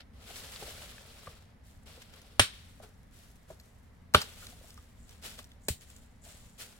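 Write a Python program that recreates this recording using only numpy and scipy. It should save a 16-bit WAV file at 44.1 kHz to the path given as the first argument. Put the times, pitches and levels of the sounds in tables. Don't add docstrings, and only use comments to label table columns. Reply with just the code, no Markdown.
import sys
import numpy as np
from scipy import signal
from scipy.fft import rfft, irfft, next_fast_len
from scipy.io import wavfile
from scipy.ndimage import uniform_filter1d

SR = 44100
rng = np.random.default_rng(int(sys.argv[2]) if len(sys.argv) > 2 else 0)


def pcm_store(signal):
    levels = np.round(np.clip(np.atleast_2d(signal), -1, 1) * 32767)
    wavfile.write(sys.argv[1], SR, levels.astype(np.int16).T)


N = 299435

# start in seconds, knock level in dB, knock treble limit in Hz, steel ring,
# crack and thud levels in dB, thud pitch in Hz, thud delay in seconds, grit spray level in dB,
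# spray fade time in seconds, far echo level in dB.
BLOWS = [(2.3948, -17.5, 1800, -31, -9.5, -19.5, 105.3, 0.0025, -15.5, 0.18, -44),
         (4.1457, -8, 2423, -38, -10, -21.5, 85, 0.0075, -19, 0.22, -48),
         (5.6835, -26.5, 490, -50, -24, -27.5, 77, .020, -28.5, 0.17, -74)]
# frequency in Hz, relative level in dB.
GRIT_TONE = [(3500, -32), (5500, -2), (6500, -2), (7500, 0.5), (8600, -1), (9800, -2.5), (11500, -2.5),
             (13500, -7.5), (16000, -9)]


def from_db(db):
    return 10 ** (np.asarray(db) / 20)


def rms_one(x):
    return x / np.sqrt(np.mean(x ** 2) + 1e-20)


def dying(t, t60):
    return (t >= 0) * from_db(-60 * np.clip(t / t60, 0, 5))


def swell(start, rise_s, t60):
    t = np.arange(N) / SR - start
    return np.clip(t / rise_s, 0, 1) * dying(np.maximum(t - rise_s, 0), t60)


def mode(t, hz, t60):
    return np.sin(2 * np.pi * hz * t) * dying(t, t60)


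def ringing_of(modes, t):
    return sum((-1) ** k * from_db(db) * mode(t, hz, t60) for k, (hz, db, t60) in enumerate(modes))


def colour(x, tone):
    size = next_fast_len(x.shape[-1])
    f = np.maximum(np.fft.rfftfreq(size, 1 / SR), 1)
    hz, db = np.transpose(tone)
    gain = from_db(np.interp(np.log(f), np.log(hz), db))
    gain *= np.minimum(f / hz[0], 1) ** 2 * np.minimum(hz[-1] / f, 1) ** 2
    return rms_one(irfft(rfft(x, size) * gain, size)[..., :x.shape[-1]])


def grains(per_s, size_db):
    sizes = from_db(size_db * np.minimum(rng.exponential(1, (2, N)), 5))
    return rms_one(sizes * rng.choice([-1, 1], (2, N)) * (rng.random((2, N)) < per_s / SR))


def flicker(length_s, depth_db):
    slow = uniform_filter1d(rng.standard_normal(N), int(length_s * SR))
    return rms_one(from_db(depth_db * rms_one(slow)))


def add(track, start_s, sound):
    first = int(start_s * SR)
    track[..., first:first + sound.shape[-1]] += sound[..., :N - first]


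def spread(pair, alike):
    return np.sqrt(1 + alike) * pair[0] + np.sqrt(1 - alike) * pair[1] * np.array([[1], [-1]])


def placed(x):
    # time in seconds, delay on the right in milliseconds.
    delays = [(0, .05), (1.5, .05), (2.3, .2), (2.6, .2), (4.1, .145), (5.7, .13), (6.8, .11)]
    now = np.arange(N)
    lag = np.round(np.interp(now / SR, *np.transpose(delays)) * SR / 1000).astype(int)
    return np.array([x * from_db(.4), x[np.maximum(now - lag, 0)] * from_db(-.4)])


def background(air_db=-69.5):
    # frequency in Hz, relative level in dB.
    rumble_tone = [(20, -4), (40, -4), (60, 0.5), (90, -1.5), (140, -10), (190, -11), (240, -9),
                   (280, -17.5), (310, -27), (450, -43)]
    air_tone = [(320, -0.5), (480, 1.5), (800, -2), (1400, -6), (2000, -4.5), (2500, -11.5), (5000, -17.5),
                (8000, -24), (11000, -22.5), (16000, -30.5)]
    # time in seconds, level in dB.
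    rumble_levels = [(0, -58.5), (.6, -56.5), (1.1, -58.5), (2.2, -60), (3.1, -57), (3.6, -60.5),
                     (4.4, -56), (4.9, -59.5), (5.15, -56.5), (5.5, -60.5), (6.0, -59), (6.79, -60)]
    rumble_db = np.interp(np.arange(N) / SR, *np.transpose(rumble_levels))
    rumble = spread(colour(rng.standard_normal((2, N)), rumble_tone), alike=.9)
    rumble *= flicker(length_s=0.13, depth_db=1.0)
    air = spread(colour(rng.standard_normal((2, N)), air_tone), alike=0.2)
    return from_db(rumble_db) * rumble + from_db(air_db) * air


def rubble_motion():
    # time in seconds, gravel level in dB.
    drag = [(0.132, -76), (.29, -57), (.37, -53), (.45, -55.5), (.64, -53), (.88, -55.5), (1.03, -62),
            (1.28, -60.5), (1.55, -82.5)]
    # start, rise time and fade time in seconds,
    # gravel level in dB, then stones and grit in dB above the gravel.
    slides = [(0, 0.0085, 0.071, -54, -9, -13.5), (.34, 0.026, 0.3, -53, -15, 4),
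              (.62, 0.013, 0.19, -59, -1, 6), (1.629, .04, 0.68, -69.5, -10, 3.5),
              (1.854, 0.014, 1.5, -58, -6, -3), (2.01, 0.0094, 0.13, -55, -20, -1.5),
              (2.12, 0.0074, 2, -63.5, -2, -3), (2.52, 0.022, 2.03, -69, -10, 3.5),
              (2.809, 0.028, 0.23, -61.5, 3.5, 1), (3.1, 0.088, 0.97, -66, -8, 3),
              (3.47, 0.032, 0.47, -67.5, 2, 3.5), (3.591, 0.067, 1.45, -77, 1.5, 5.5),
              (4.22, 0.017, 2.16, -59, -6, 2), (4.33, 0.12, 0.66, -60, -7.5, 1.5),
              (4.6, 0.024, 1.7, -68.5, -3.5, 4), (5.02, .11, 0.57, -67.5, -4.5, 0),
              (5.212, 0.04, 0.58, -49.5, -8, 0.5), (5.374, 0.012, 0.18, -58.5, -3, 1),
              (5.799, 0.02, 0.47, -63, -15, 1), (5.89, .015, 0.85, -65.5, -7.5, 1.5),
              (6.229, 0.025, 1.34, -61, -6.5, 2), (6.576, 0.037, 0.21, -48, -9.5, 2.5),
              (6.65, 0.032, 0.97, -63.5, -5.5, 2)]
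    drag_db = np.interp(np.arange(N) / SR, *np.transpose(drag), left=-np.inf, right=-np.inf)
    effort_db = drag_db + 55
    power = from_db([-61 + 0.74 * effort_db, drag_db, -55.5 + 1.15 * effort_db]) ** 2
    for start, rise_s, t60, db, stones_db, grit_db in slides:
        power += from_db([[db + stones_db], [db], [db + grit_db]]) ** 2 * swell(start, rise_s, t60) ** 2
    return np.sqrt(power)


def pebbles(low_hz, high_hz, per_s, size_db, cycles, count):
    out, t = np.zeros(N), np.arange(SR // 16) / SR
    for hz in np.geomspace(low_hz, high_hz, count):
        hits = grains(per_s / count, size_db)[0]
        out += signal.oaconvolve(hits, mode(t, hz, cycles / hz) * np.sqrt(hz))[:N]
    return rms_one(out)


def ticks(grit, follows=.7, reference_db=-60):
    strength = from_db(reference_db) * (grit / from_db(reference_db)) ** follows
    return from_db(-7) * strength * colour(grains(per_s=60, size_db=2.0)[0], GRIT_TONE)


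def rubble():
    # frequency in Hz, relative level in dB.
    stone_tone = [(250, -17.5), (420, 4), (700, -1), (1000, -8), (1400, -2.5), (2000, -17.5)]
    gravel_tone = [(900, -12), (1450, -1.5), (2200, 0.5), (3200, 3), (4500, 1), (5500, -3.5), (7500, -33)]
    stone, gravel, grit = rubble_motion() * flicker(length_s=0.025, depth_db=1.47)
    clatter = spread(colour(grains(per_s=1800, size_db=0.5), stone_tone), alike=0.6)
    rattle = spread(colour(grains(per_s=4000, size_db=1.0), gravel_tone), alike=0.043)
    hiss = spread(colour(grains(per_s=9000, size_db=0.5), GRIT_TONE), alike=0.067)
    small = pebbles(low_hz=1500, high_hz=9150, per_s=63, size_db=2.0, cycles=22, count=14)
    large = pebbles(low_hz=480, high_hz=1300, per_s=74, size_db=0.5, cycles=31, count=7)
    singles = from_db(-8) * np.sqrt(gravel * grit) * small + from_db(-6) * stone * large + ticks(grit)
    return stone * clatter + gravel * rattle + from_db(-1.5) * grit * hiss + placed(singles)


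def knocks(crunch_db=-13.0):
    # start in seconds, level in dB, pitch in Hz, fade time in seconds.
    stones = [(.304, -35, 720, 0.023), (.622, -33, 800, 0.051), (.623, -34, 430, 0.045),
              (0.636, -37, 510, 0.059), (0.68, -32, 640, 0.021), (.980, -33.5, 1710, 0.017),
              (.981, -41.5, 2550, 0.032), (1.271, -30.5, 1195, 0.037), (1.276, -29, 547, 0.018),
              (1.972, -42.5, 520, 0.076), (2.801, -37, 633, 0.05), (2.834, -44, 703, .06),
              (3.502, -32.5, 641, .062), (3.506, -34.5, 374.5, 0.05), (4.424, -44, 1420, .08),
              (4.525, -47.5, 728, 0.076), (4.612, -40, 505, 0.036), (4.642, -45, 687, .06),
              (4.776, -43.5, 1225, .069), (5.389, -42.5, 630, 0.038), (5.391, -38.5, 1236, 0.029),
              (6.262, -47.5, 693, .1)]
    out, t = np.zeros(N), np.arange(SR // 5) / SR
    onset = 1 - np.exp(-t / .001)
    for start, db, hz, t60 in stones:
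        body = mode(t, hz, t60) - .4 * mode(t, hz * .88, t60 * .7) + .3 * mode(t, hz * 1.23, t60 * .6)
        tone = [(hz * .45, -8), (hz, 0), (hz * 1.7, -11), (hz * 4, -22)]
        crunch = from_db(crunch_db) * colour(rng.standard_normal(len(t)), tone) * dying(t, t60)
        add(out, start, from_db(db) * (.5 * body + crunch) * onset)
    return out


def echoes(x, early_db=1.5, far_db=-16.0, delay_s=0.016):
    # frequency in Hz, relative level in dB.
    wall_tone = [(150, -16), (400, -17), (900, -22), (1400, -24.5), (2200, -22.5), (3300, -2), (6000, 4),
                 (9000, -2.5), (16000, -2.5)]
    t = np.arange(SR) / SR - delay_s
    early, far = dying(t, t60=0.15), dying(t, t60=0.94)
    fade = from_db(early_db) * early / np.linalg.norm(early) + from_db(far_db) * far / np.linalg.norm(far)
    reflections = colour(rng.standard_normal((2, SR)), wall_tone) * fade
    return signal.fftconvolve(x[None], reflections, axes=1)[:, :N]


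def chips(click_db=-6.5, ring_db=-11.0):
    # start in seconds, level in dB, pitch in Hz.
    flakes = [(.3586, -34.5, 4200), (0.5608, -33, 3780), (2.0203, -42, 3000), (2.096, -50, 2980),
              (2.1375, -41.5, 3220), (2.217, -45, 6180), (3.5993, -43, 4420), (4.2162, -22, 4960),
              (4.468, -33.5, 3970), (4.705, -42.5, 5430), (4.776, -45, 5460), (5.093, -42.5, 5800),
              (5.3898, -32.5, 3430), (5.443, -44, 5580), (5.5169, -46, 3570), (5.8092, -45, 7300),
              (5.901, -43, 7470), (5.9638, -44, 7230)]
    out, t = np.zeros(N), np.arange(SR // 10) / SR
    for start, db, hz in flakes:
        tone = [(hz * .3, -6), (hz * .8, -3), (hz, 0), (hz * 1.25, -5), (hz * 2.6, -13)]
        click = colour(rng.standard_normal(len(t)), tone) * dying(t, t60=.022)
        add(out, start, from_db(db + click_db) * click + from_db(db + ring_db) * mode(t, hz, t60=.035))
    return out


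def thuds(rise_s=.004):
    # start in seconds, level in dB, pitch in Hz.
    bumps = [(0.623, -45, 125), (.80, -49, 97), (1.273, -44.5, 96)]
    # multiple of the pitch, relative level in dB, fade time in seconds.
    ground = [(1, 7.5, 0.069), (1.42, 0, 0.07), (2.2, -7, 0.06)]
    strikes = [(start + delay, db, hz) for start, _, _, _, _, db, hz, delay, *_ in BLOWS]
    out, t = np.zeros(N), np.arange(SR // 2) / SR
    for start, db, hz in bumps + strikes:
        thud = sum(from_db(db + note_db) * mode(t, hz * ratio, t60) for ratio, note_db, t60 in ground)
        add(out, start, thud * (1 - np.exp(-t / rise_s)))
    return out


def blows(crush_s=0.0032, scatter_hz=2600):
    # pitch in Hz, relative level in dB, fade time in seconds.
    handle_notes = [(157, -11, .055), (246, -11.5, 0.042), (408, -10, .05), (590, -6, 0.049),
                    (812, -11.5, .047), (945, -10.5, 0.047), (1160, -6.5, 0.043), (1306, -2, .03),
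                    (1528, -4.5, 0.043)]
    steel_notes = [(2450, -7, .04), (3024, -5, .1), (3136, -2, .12), (3520, -8, .1), (3745, -4, .12),
                   (3954, -7, .11), (4093, -8, .1), (4359, -6, .08), (4593, -8, .09), (5444, -14, .12),
                   (5588, -14, .1), (7311, -18, .09), (8680, -7, .06), (8740, -10, .06), (8870, -9, .07)]
    # frequency in Hz, relative level in dB.
    crack_tones = [
        [(130, 2.5), (230, 2.5), (320, -10), (420, -3.5), (650, -5.5), (850, -9), (1450, 2), (2400, -2),
         (3200, -1), (4600, -11), (6900, -13.5), (8000, -11.5), (8750, -5), (9800, -16), (16000, -27)],
        [(120, 4), (220, -9.5), (450, -8.5), (620, -1.5), (900, -5), (1100, -7), (1450, 2), (1950, -10),
         (3100, -4), (4400, -9), (5600, -17.5), (7600, -23.5), (10000, -19.5), (16000, -33.5)],
        [(260, 1), (400, 7.5), (560, -2), (800, 3.5), (1050, -12), (1600, -2), (4300, -1), (6000, -7),
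         (8000, 2.5), (10000, -6), (16000, -7)],
    ]
    far_tone = [(600, -13.5), (1500, -5), (2200, -3), (3400, 0), (4600, -6.5), (6500, -14.5), (9000, -16),
                (16000, -30.5)]
    rings, cracks, spray, t = np.zeros(N), np.zeros(N), np.zeros((2, N)), np.arange(SR) / SR
    knock, steel = ringing_of(handle_notes, t), ringing_of(steel_notes, t)
    crush = np.minimum(t / .0012, 1) * dying(np.maximum(t - crush_s, 0), t60=.024)
    for blow, tone in zip(BLOWS, crack_tones):
        start, knock_db, top_hz, ring_db, crack_db, _, _, _, spray_db, spray_t60, far_db = blow
        dulled = signal.sosfilt(signal.butter(2, top_hz, fs=SR, output="sos"), knock)
        add(rings, start, from_db(knock_db) * dulled + from_db(ring_db) * steel)
        add(cracks, start, from_db(crack_db) * colour(rng.choice([-1., 1.], len(t)), tone) * crush)
        grit = colour(grains(per_s=11000, size_db=3.0)[:, :len(t)], tone)
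        grit = signal.lfilter(*signal.butter(1, scatter_hz, "high", fs=SR), grit)
        near = from_db(spray_db) * grit * dying(t, spray_t60)
        far = from_db(far_db) * colour(rng.standard_normal((2, len(t))), far_tone) * dying(t, t60=0.81)
        add(spray, start, (near + far) * np.minimum(t / 0.001, 1))
    return rings, cracks, spray


def crunches():
    # start in seconds, level in dB, seconds before it fades.
    bursts = [(4.138, -33.5, 0.009), (4.203, -43, 0.012), (4.217, -38.5, 0.008), (5.693, -47.5, .006)]
    # frequency in Hz, relative level in dB.
    tone = [(500, -3), (1300, 3), (2500, -1), (5000, 0), (8000, -1), (11000, -4), (16000, -12)]
    out, t = np.zeros(N), np.arange(SR // 10) / SR
    for start, db, hold_s in bursts:
        burst = colour(grains(per_s=15000, size_db=2.0)[0, :len(t)], tone)
        add(out, start, from_db(db) * burst * dying(np.maximum(t - hold_s, 0), t60=0.038))
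    return out


def sand_and_swish():
    # start, rise time and fade time in seconds, level in dB.
    rustles = [(4.95, 0.082, 1.0, -70), (5.6, 0.13, 0.38, -60), (5.82, .13, 0.73, -70),
               (6.21, .03, 1.6, -63)]
    # frequency in Hz, relative level in dB.
    tone = [(6000, -7), (7100, 6.5), (8700, 0.5), (10000, -10)]
    level = sum(from_db(db) * swell(start, rise_s, t60) for start, rise_s, t60, db in rustles)
    return level * spread(colour(grains(per_s=2400, size_db=4.0), tone), alike=0.1)


def scene(lean_left_db=.75):
    rings, cracks, spray = blows()
    ringing = rings + knocks()
    loose = (rubble() + sand_and_swish() + spray) * from_db([[lean_left_db], [-lean_left_db]])
    hits = placed(ringing + cracks + crunches() + chips())
    return hits + thuds() + echoes(ringing) + loose + background()


def record(dry, ceiling=1.2, cutoff_hz=16200):
    rounded = ceiling * np.tanh(dry / ceiling)
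    return signal.sosfilt(signal.ellip(10, .2, 80, cutoff_hz, fs=SR, output="sos"), rounded)


dry = scene()
out = record(dry)
pcm_store(out)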